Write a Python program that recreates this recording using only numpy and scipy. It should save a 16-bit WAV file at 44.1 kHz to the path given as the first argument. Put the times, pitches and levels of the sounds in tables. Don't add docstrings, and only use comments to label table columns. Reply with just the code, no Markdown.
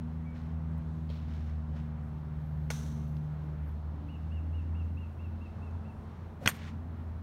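import sys
import numpy as np
from scipy import signal
from scipy.fft import rfft, irfft
from scipy.io import wavfile
from scipy.ndimage import uniform_filter1d

SR = 44100
rng = np.random.default_rng(int(sys.argv[2]) if len(sys.argv) > 2 else 0)


def waveform_to_disk(signal):
    frames = np.transpose(np.atleast_2d(signal))
    scaled = np.clip(frames, -1, 1) * 32767
    samples = np.round(scaled).astype(np.int16)
    wavfile.write(sys.argv[1], SR, samples)


N = 318402
TOP_HZ = 15800


# start in seconds, peak in dB before scatter, scatter in dB, scatter fade by 60 dB in s.
NEAR_STRIKE = (6.4753, -5.5, -35, .025)
WOOD_STRIKE = (2.7032, -25, -28, .05)
FAR_STRIKE = (1.1009, -41, -28, .05)
MAT_KNOCK = (6.4897, -20, -40, .02)
# frequency in Hz, relative level in dB, fade by 60 dB in s.
NEAR_MODES = [(300, -21.5, .025), (650, -19.5, 0.016), (1125, -17.5, .025), (1435, -11.5, 0.031),
              (2020, -9.5, 0.021), (2420, -8.5, 0.023), (2680, 0.5, .005), (3304, -8, .02),
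              (4400, -21, 0.025), (5980, -6.5, .005), (6700, -25.5, .04), (7680, -23, .03),
              (8730, -26, 0.093), (10340, -18, .006), (12050, -30, .06), (14000, -22.5, .006)]
WOOD_MODES = [(483, -6.5, .04), (600, -8, .04), (845, -4.5, 0.035), (1462, -6.5, .03), (2250, 5.5, 0.0064),
              (3550, -19, 0.028), (4190, -16, 0.027), (5740, -24, .15), (6050, -24, .15), (6400, -9, .03),
              (8610, -12, 0.016), (10000, -10, 0.014), (13800, -17, 0.0055)]
FAR_MODES = [(400, -2, .03), (565, 3, 0.048), (854, -5, .02), (3220, -4, .015), (4260, -8, .01),
             (8400, -20, .006)]
MAT_KNOCK_MODES = [(500, -4.5, 0.0083), (1100, 0, 0.0097), (1800, 0, .007), (2700, -7, 0.0056)]
NEAR_RETURN = [(6.475, .006, .015, -36, .055), (6.5, .01, .055, -62, .1)]
NEAR_RETURN_COLOUR = [(300, -7), (800, -7), (2000, -2.5), (3500, -9.5), (5200, -13.5), (6900, -5.5),
                      (7900, -14), (8750, -3.5), (9600, -13), (11000, -11), (12050, -2.5), (13200, -17),
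                      (15500, -18)]
WOOD_RETURN = [(2.702, .003, .004, -41, .09), (2.702, .003, .04, -50, .85)]
WOOD_RETURN_COLOUR = [(400, -6), (1500, -2), (2500, -9.5), (3800, -5), (5000, -10.5), (5600, -4.5),
                      (6100, 0.5), (6800, -8.5), (8500, -11.5), (10500, -14.5), (13000, -18),
                      (15500, -21.5)]
FAR_RETURN = [(1.098, .004, .01, -60, .8)]
FAR_RETURN_COLOUR = [(800, -8.5), (2500, 3.5), (4300, 3), (5500, -4.5), (9000, -20)]
NET_RETURN = [(6.493, .012, .013, -46, .055), (6.52, .01, .08, -56, .5), (6.55, .1, .04, -54, .11)]
NET_RETURN_COLOUR = [(400, -5), (900, -1.5), (2000, 2.5), (3300, -3.5), (5000, -9), (7000, -15.5),
                     (10000, -26.5), (15000, -31.5)]
SOLE_BRUSH = [(6.456, .005, .002, -22, .015), (6.457, .003, .015, -33.5, .05)]
SOLE_BRUSH_COLOUR = [(100, -1.5), (266, 1), (768, -14.5), (1830, -10), (3000, -13.5), (5000, -22),
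                     (8000, -31), (12000, -37.5), (16000, -42.5)]


def strikes():
    near = ring(*NEAR_STRIKE, NEAR_MODES) + wash(NEAR_RETURN, NEAR_RETURN_COLOUR, 1.5)
    near = near + wash(NET_RETURN, NET_RETURN_COLOUR, 1.2)
    mat = wash(SOLE_BRUSH, SOLE_BRUSH_COLOUR, 1.2) + ring(*MAT_KNOCK, MAT_KNOCK_MODES)
    wood = ring(*WOOD_STRIKE, WOOD_MODES) + wash(WOOD_RETURN, WOOD_RETURN_COLOUR, 1.6)
    far = ring(*FAR_STRIKE, FAR_MODES) + wash(FAR_RETURN, FAR_RETURN_COLOUR, 2.5)
    return near + mat + wood + far


SWISH = (6.385, .055, .006, -43, .07)
SWISH_COLOUR = [(300, 4.5), (1000, -3), (3000, -13.5), (8000, -22.5), (15000, -28.5)]
SWISH_HISS_DB = -7
SWING_S, SWING_WIDTH_S, WAKE_HZ = 6.44, .05, 610


def swish():
    speed = 1 / (1 + ((np.arange(N) / SR - SWING_S) / SWING_WIDTH_S) ** 2 / 2)
    turn = 2 * np.pi * np.cumsum(WAKE_HZ * speed) / SR
    tone = walk(300) * np.cos(turn) + walk(300) * np.sin(turn)
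    hiss = undb(SWISH_HISS_DB) * coloured(rng.standard_normal(N), SWISH_COLOUR)
    return burst(*SWISH) * (tone + hiss)


SCUFFS = [(.338, .01, .03, -62.5, .5), (.458, .004, .005, -70, .55), (1.27, .018, .08, -62, 1.1),
          (1.44, .03, .03, -66, .3), (1.71, .05, .04, -62.5, .16)]
SCUFF_COLOUR = [(500, -2.5), (1500, 4), (3000, -2.5), (5500, -9.5), (8000, -21), (12000, -30.5)]


def scuffs():
    return wash(SCUFFS, SCUFF_COLOUR, 2.9)


RUSTLES = [(2.132, .006, .01, -86, 1.), (2.2, .26, .24, -82.5, 1.), (2.95, .13, .02, -77.5, .9),
           (3.163, .005, .001, -72, .035), (3.55, .12, .02, -77.5, .45)]
RUSTLE_COLOUR = [(4000, -9), (8000, -8), (12500, 3.5), (15500, -4)]


def rustles():
    return wash(RUSTLES, RUSTLE_COLOUR, 2.5)


# start in seconds, peak in dB before scatter, centre in Hz, fade by 60 dB in s.
TICKS = [(.781, -55, 12000, .006), (1.092, -51, 3750, .015), (3.1672, -49, 3900, 0.005),
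         (3.1672, -68, 12080, 0.005), (5.583, -47, 899, .01), (5.71, -61, 5000, .01)]


def ticks():
    out = np.zeros(N)
    for s, db, hz, t60_s in TICKS:
        modes = [(min(hz * ratio, TOP_HZ), 0, t60_s) for ratio in (.7, .85, 1, 1.15, 1.3)]
        out = out + ring(s, db, -24, 0.03, modes)
    return out


# start in seconds, length in s, top pitch in Hz,
# level in dB rms before dip, flutter and echo.
WHISTLES = [(4.083, .085, 2913, -62), (4.306, .088, 2890, -64), (4.525, .085, 2874, -63),
            (4.743, .085, 2850, -63), (4.967, .085, 2840, -62.5), (5.188, .085, 2808, -63),
            (5.402, .075, 2763, -63), (5.616, .071, 2740, -65), (5.845, .075, 2762, -66)]
WHISTLE_START_HZ, WHISTLE_DIP_DB = 2480, -6
# start in seconds, attack in s, hold in s, level in dB rms before flutter and echo,
# fade by 60 dB in s, first pitch in Hz, glide in Hz per s.
PEEP = (.245, .015, .06, -69.5, .1, 2290, -400)


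def birds():
    out = glide(*PEEP)
    for s, length_s, top_hz, db in WHISTLES:
        u = np.arange(int(length_s * SR)) / (length_s * SR)
        arch = np.where(u < .38, (1 - u / 0.375) ** 2, .85 * ((u - .38) / .62) ** 2)
        hz = top_hz - (top_hz - WHISTLE_START_HZ) * arch
        dip = undb(np.interp(u, [.15, .45, .75], [0, WHISTLE_DIP_DB, 0]))
        edges = np.clip(np.minimum(u, 1 - u) / 0.097, 0, 1)
        i = int(s * SR)
        out[i:i + len(u)] = undb(db) * dip * edges * np.sin(2 * np.pi * np.cumsum(hz) / SR)
    out = np.sqrt(2) * out * undb(2.4 * walk(110))
    t = np.arange(SR // 2) / SR
    echo = rng.standard_normal(len(t)) * 1000. ** (-t / 0.5) * undb(-36.5) * (t > .01)
    echo[int(.033 * SR)] += undb(-10.5)
    return out + signal.fftconvolve(out, echo)[:N]


# time in seconds, firing rate in Hz, then the 1st, 2nd and 3rd multiple of it
# in dB rms before waver.
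ENGINE = [(0, 79.2, -42, -41, -45), (.36, 80.1, -40.5, -42.5, -48), (.6, 79.8, -37.5, -39.5, -51.5),
          (1.0, 78.9, -38, -40.5, -48.5), (1.4, 77.8, -36.5, -45, -51.5), (1.8, 76.8, -39, -41, -49),
          (2.25, 76.3, -42.5, -43, -51.5), (2.52, 76, -38.5, -37.5, -60), (2.78, 75.7, -39.5, -38.5, -46),
          (3.2, 75.6, -41.5, -36, -52), (3.48, 75.5, -43.5, -39.5, -70), (3.62, 75.5, -38, -42, -70),
          (3.9, 76.8, -38.5, -48, -66), (4.08, 78.1, -41, -47, -63), (4.45, 80.3, -33.5, -49, -56),
          (4.85, 82.2, -32.5, -50.5, -58), (5.16, 83.1, -41, -63, -66), (5.28, 83.3, -37.5, -63, -65),
          (5.5, 84.1, -43.5, -68, -64), (5.75, 84.2, -36.5, -59, -68), (5.88, 84.2, -46, -60, -64),
          (6.45, 84.9, -46, -57, -64), (6.72, 84.4, -39, -57, -59), (6.86, 83.8, -44, -54, -55.5),
          (7.08, 82.3, -38.5, -60, -61), (7.22, 80.4, -40.5, -57, -67)]
ENGINE_PHASE = [0, 1.4, 1.5]
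# multiple, level in dB rms before waver.
WEAK_ORDERS = [(1.25, -63.5), (2.5, -68), (4, -65.5), (5, -71.5)]
# time in seconds, level in dB rms before waver.
LOPE = [(0, -54), (1.3, -57), (2, -50.5), (3.2, -54), (3.9, -58), (7.22, -59)]


def engine():
    hz, *levels = along(ENGINE)
    turn = 2 * np.pi * np.cumsum(hz) / SR
    out = np.zeros(N)
    for k, db in enumerate(levels):
        out = out + undb(db + 0.8 * walk(25) + 1.1 * walk(9)) * np.cos((k + 1) * turn + ENGINE_PHASE[k])
    for multiple, db in WEAK_ORDERS:
        out = out + undb(db + 3.2 * walk(2.5)) * np.sin(multiple * turn)
    out = out + undb(along(LOPE)[0] + 2.5 * walk(5)) * np.sin(1.75 * turn)
    return np.sqrt(2) * out


# start in seconds, swell in s, hold in s, level in dB rms before
# approach and waver, fade by 60 dB in s, first pitch in Hz, glide in Hz per s.
MOTORS = [(.1, .4, .3, -49, 5., 72, -2.2), (3.1, .5, 3.7, -56.5, 1., 207, 4.3),
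          (3.8, .25, .03, -51, .6, 286, 0.5), (4.1, .3, .5, -60, 1.4, 283, -.5)]
MOTORS_NEARING_DB_S = .8


def motors():
    nearing_db = MOTORS_NEARING_DB_S * (np.arange(N) - N / 2) / SR
    return np.sqrt(2) * sum(undb(nearing_db + 2.2 * walk(6)) * glide(*row) for row in MOTORS)


TRAFFIC_COLOUR = [(25, -26), (45, -4), (70, 2.5), (130, -1), (230, -5.5), (330, -14.5), (500, -17),
                  (900, -18), (1500, -25.5), (2500, -36), (4200, -42), (7000, -51.5), (10500, -53.5),
                  (13000, -55.5)]
TRAFFIC_DB = -46.5


def traffic():
    spectrum = rfft(coloured(rng.standard_normal(N), TRAFFIC_COLOUR))
    octave = np.log2(np.arange(1, len(spectrum) + 1) * SR / N / 31.25)
    out = np.zeros(N)
    for k in range(10):
        share = np.clip(1 - np.abs(np.clip(octave, 0, 9) - k), 0, 1)
        swell = undb(0.5 * walk(1.4) + 1.1 * walk(10))
        out = out + swell * irfft(spectrum * share, N)
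    return undb(TRAFFIC_DB) * out


def ring(s, peak_db, scatter_db, scatter_s, modes):
    t = np.arange(SR // 2) / SR
    blow = np.zeros(len(t))
    for k, (hz, db, t60_s) in enumerate(modes):
        sign = (-1) ** k
        blow = blow + sign * undb(db) * np.sin(2 * np.pi * hz * t) * 1000. ** (-t / t60_s)
    blow = blow * (1 - np.exp(-t / 0.0001))
    swarm = undb(scatter_db) * rng.standard_normal(len(t)) * 1000. ** (-t / scatter_s)
    heard = blow + signal.fftconvolve(blow, swarm)[:len(t)]
    out, i = np.zeros(N), int(s * SR)
    out[i:i + len(t)] = heard * undb(peak_db) / np.abs(blow).max()
    return out


def wash(rows, colour, grain_db):
    gain = np.sqrt(sum(burst(*row) ** 2 for row in rows))
    return gain * coloured(rng.standard_normal(N) * undb(grain_db * walk(400)), colour)


def glide(s, attack_s, hold_s, db, t60_s, hz, hz_per_s):
    t = np.arange(N) / SR - s
    return burst(s, attack_s, hold_s, db, t60_s) * np.sin(2 * np.pi * (hz * t + hz_per_s * t ** 2 / 2))


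def burst(s, attack_s, hold_s, db, t60_s):
    out, i = np.zeros(N), int(s * SR)
    t = np.arange(min(N - i, int((attack_s + hold_s + 2 * t60_s) * SR))) / SR
    fade_db = -60 * np.maximum(t - attack_s - hold_s, 0) / t60_s
    out[i:i + len(t)] = undb(db + fade_db) * np.minimum(t / attack_s, 1) ** 2
    return out


def coloured(x, colour):
    hz, db = np.transpose(colour)
    log_hz = np.log(np.arange(1, N // 2 + 2) * SR / N)
    below_db = 11 * np.maximum(np.log(hz[0]) - log_hz, 0)
    y = irfft(rfft(x) * undb(np.interp(log_hz, np.log(hz), db) - below_db), N)
    return y / np.sqrt(np.mean(y ** 2))


def walk(rate):
    k = int(SR / rate)
    steps = np.repeat(rng.standard_normal(N // k + 1), k)
    return 1.25 * uniform_filter1d(uniform_filter1d(steps, k), k)[:N]


def along(rows):
    s, *columns = np.transpose(rows)
    return [np.interp(np.arange(N) / SR, s, column) for column in columns]


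def undb(db):
    return 10 ** (np.asarray(db) / 20)


def scene():
    golfers = strikes() + swish() + scuffs() + rustles() + ticks()
    return (golfers + birds() + engine() + motors() + traffic())[None]


# centre in Hz, width in Hz, depth in dB.
MICROPHONE = [(4820, 250, -3.5), (7800, 650, -2), (10500, 1000, -2.5)]


def record(dry):
    f = np.arange(N // 2 + 1) * SR / N
    db = sum(depth * np.exp(-((f - hz) / width) ** 2) for hz, width, depth in MICROPHONE)
    heard = irfft(rfft(dry) * undb(db), N)
    return signal.sosfilt(signal.ellip(10, .2, 70, TOP_HZ, fs=SR, output="sos"), heard)


dry = scene()
out = record(dry)
waveform_to_disk(out)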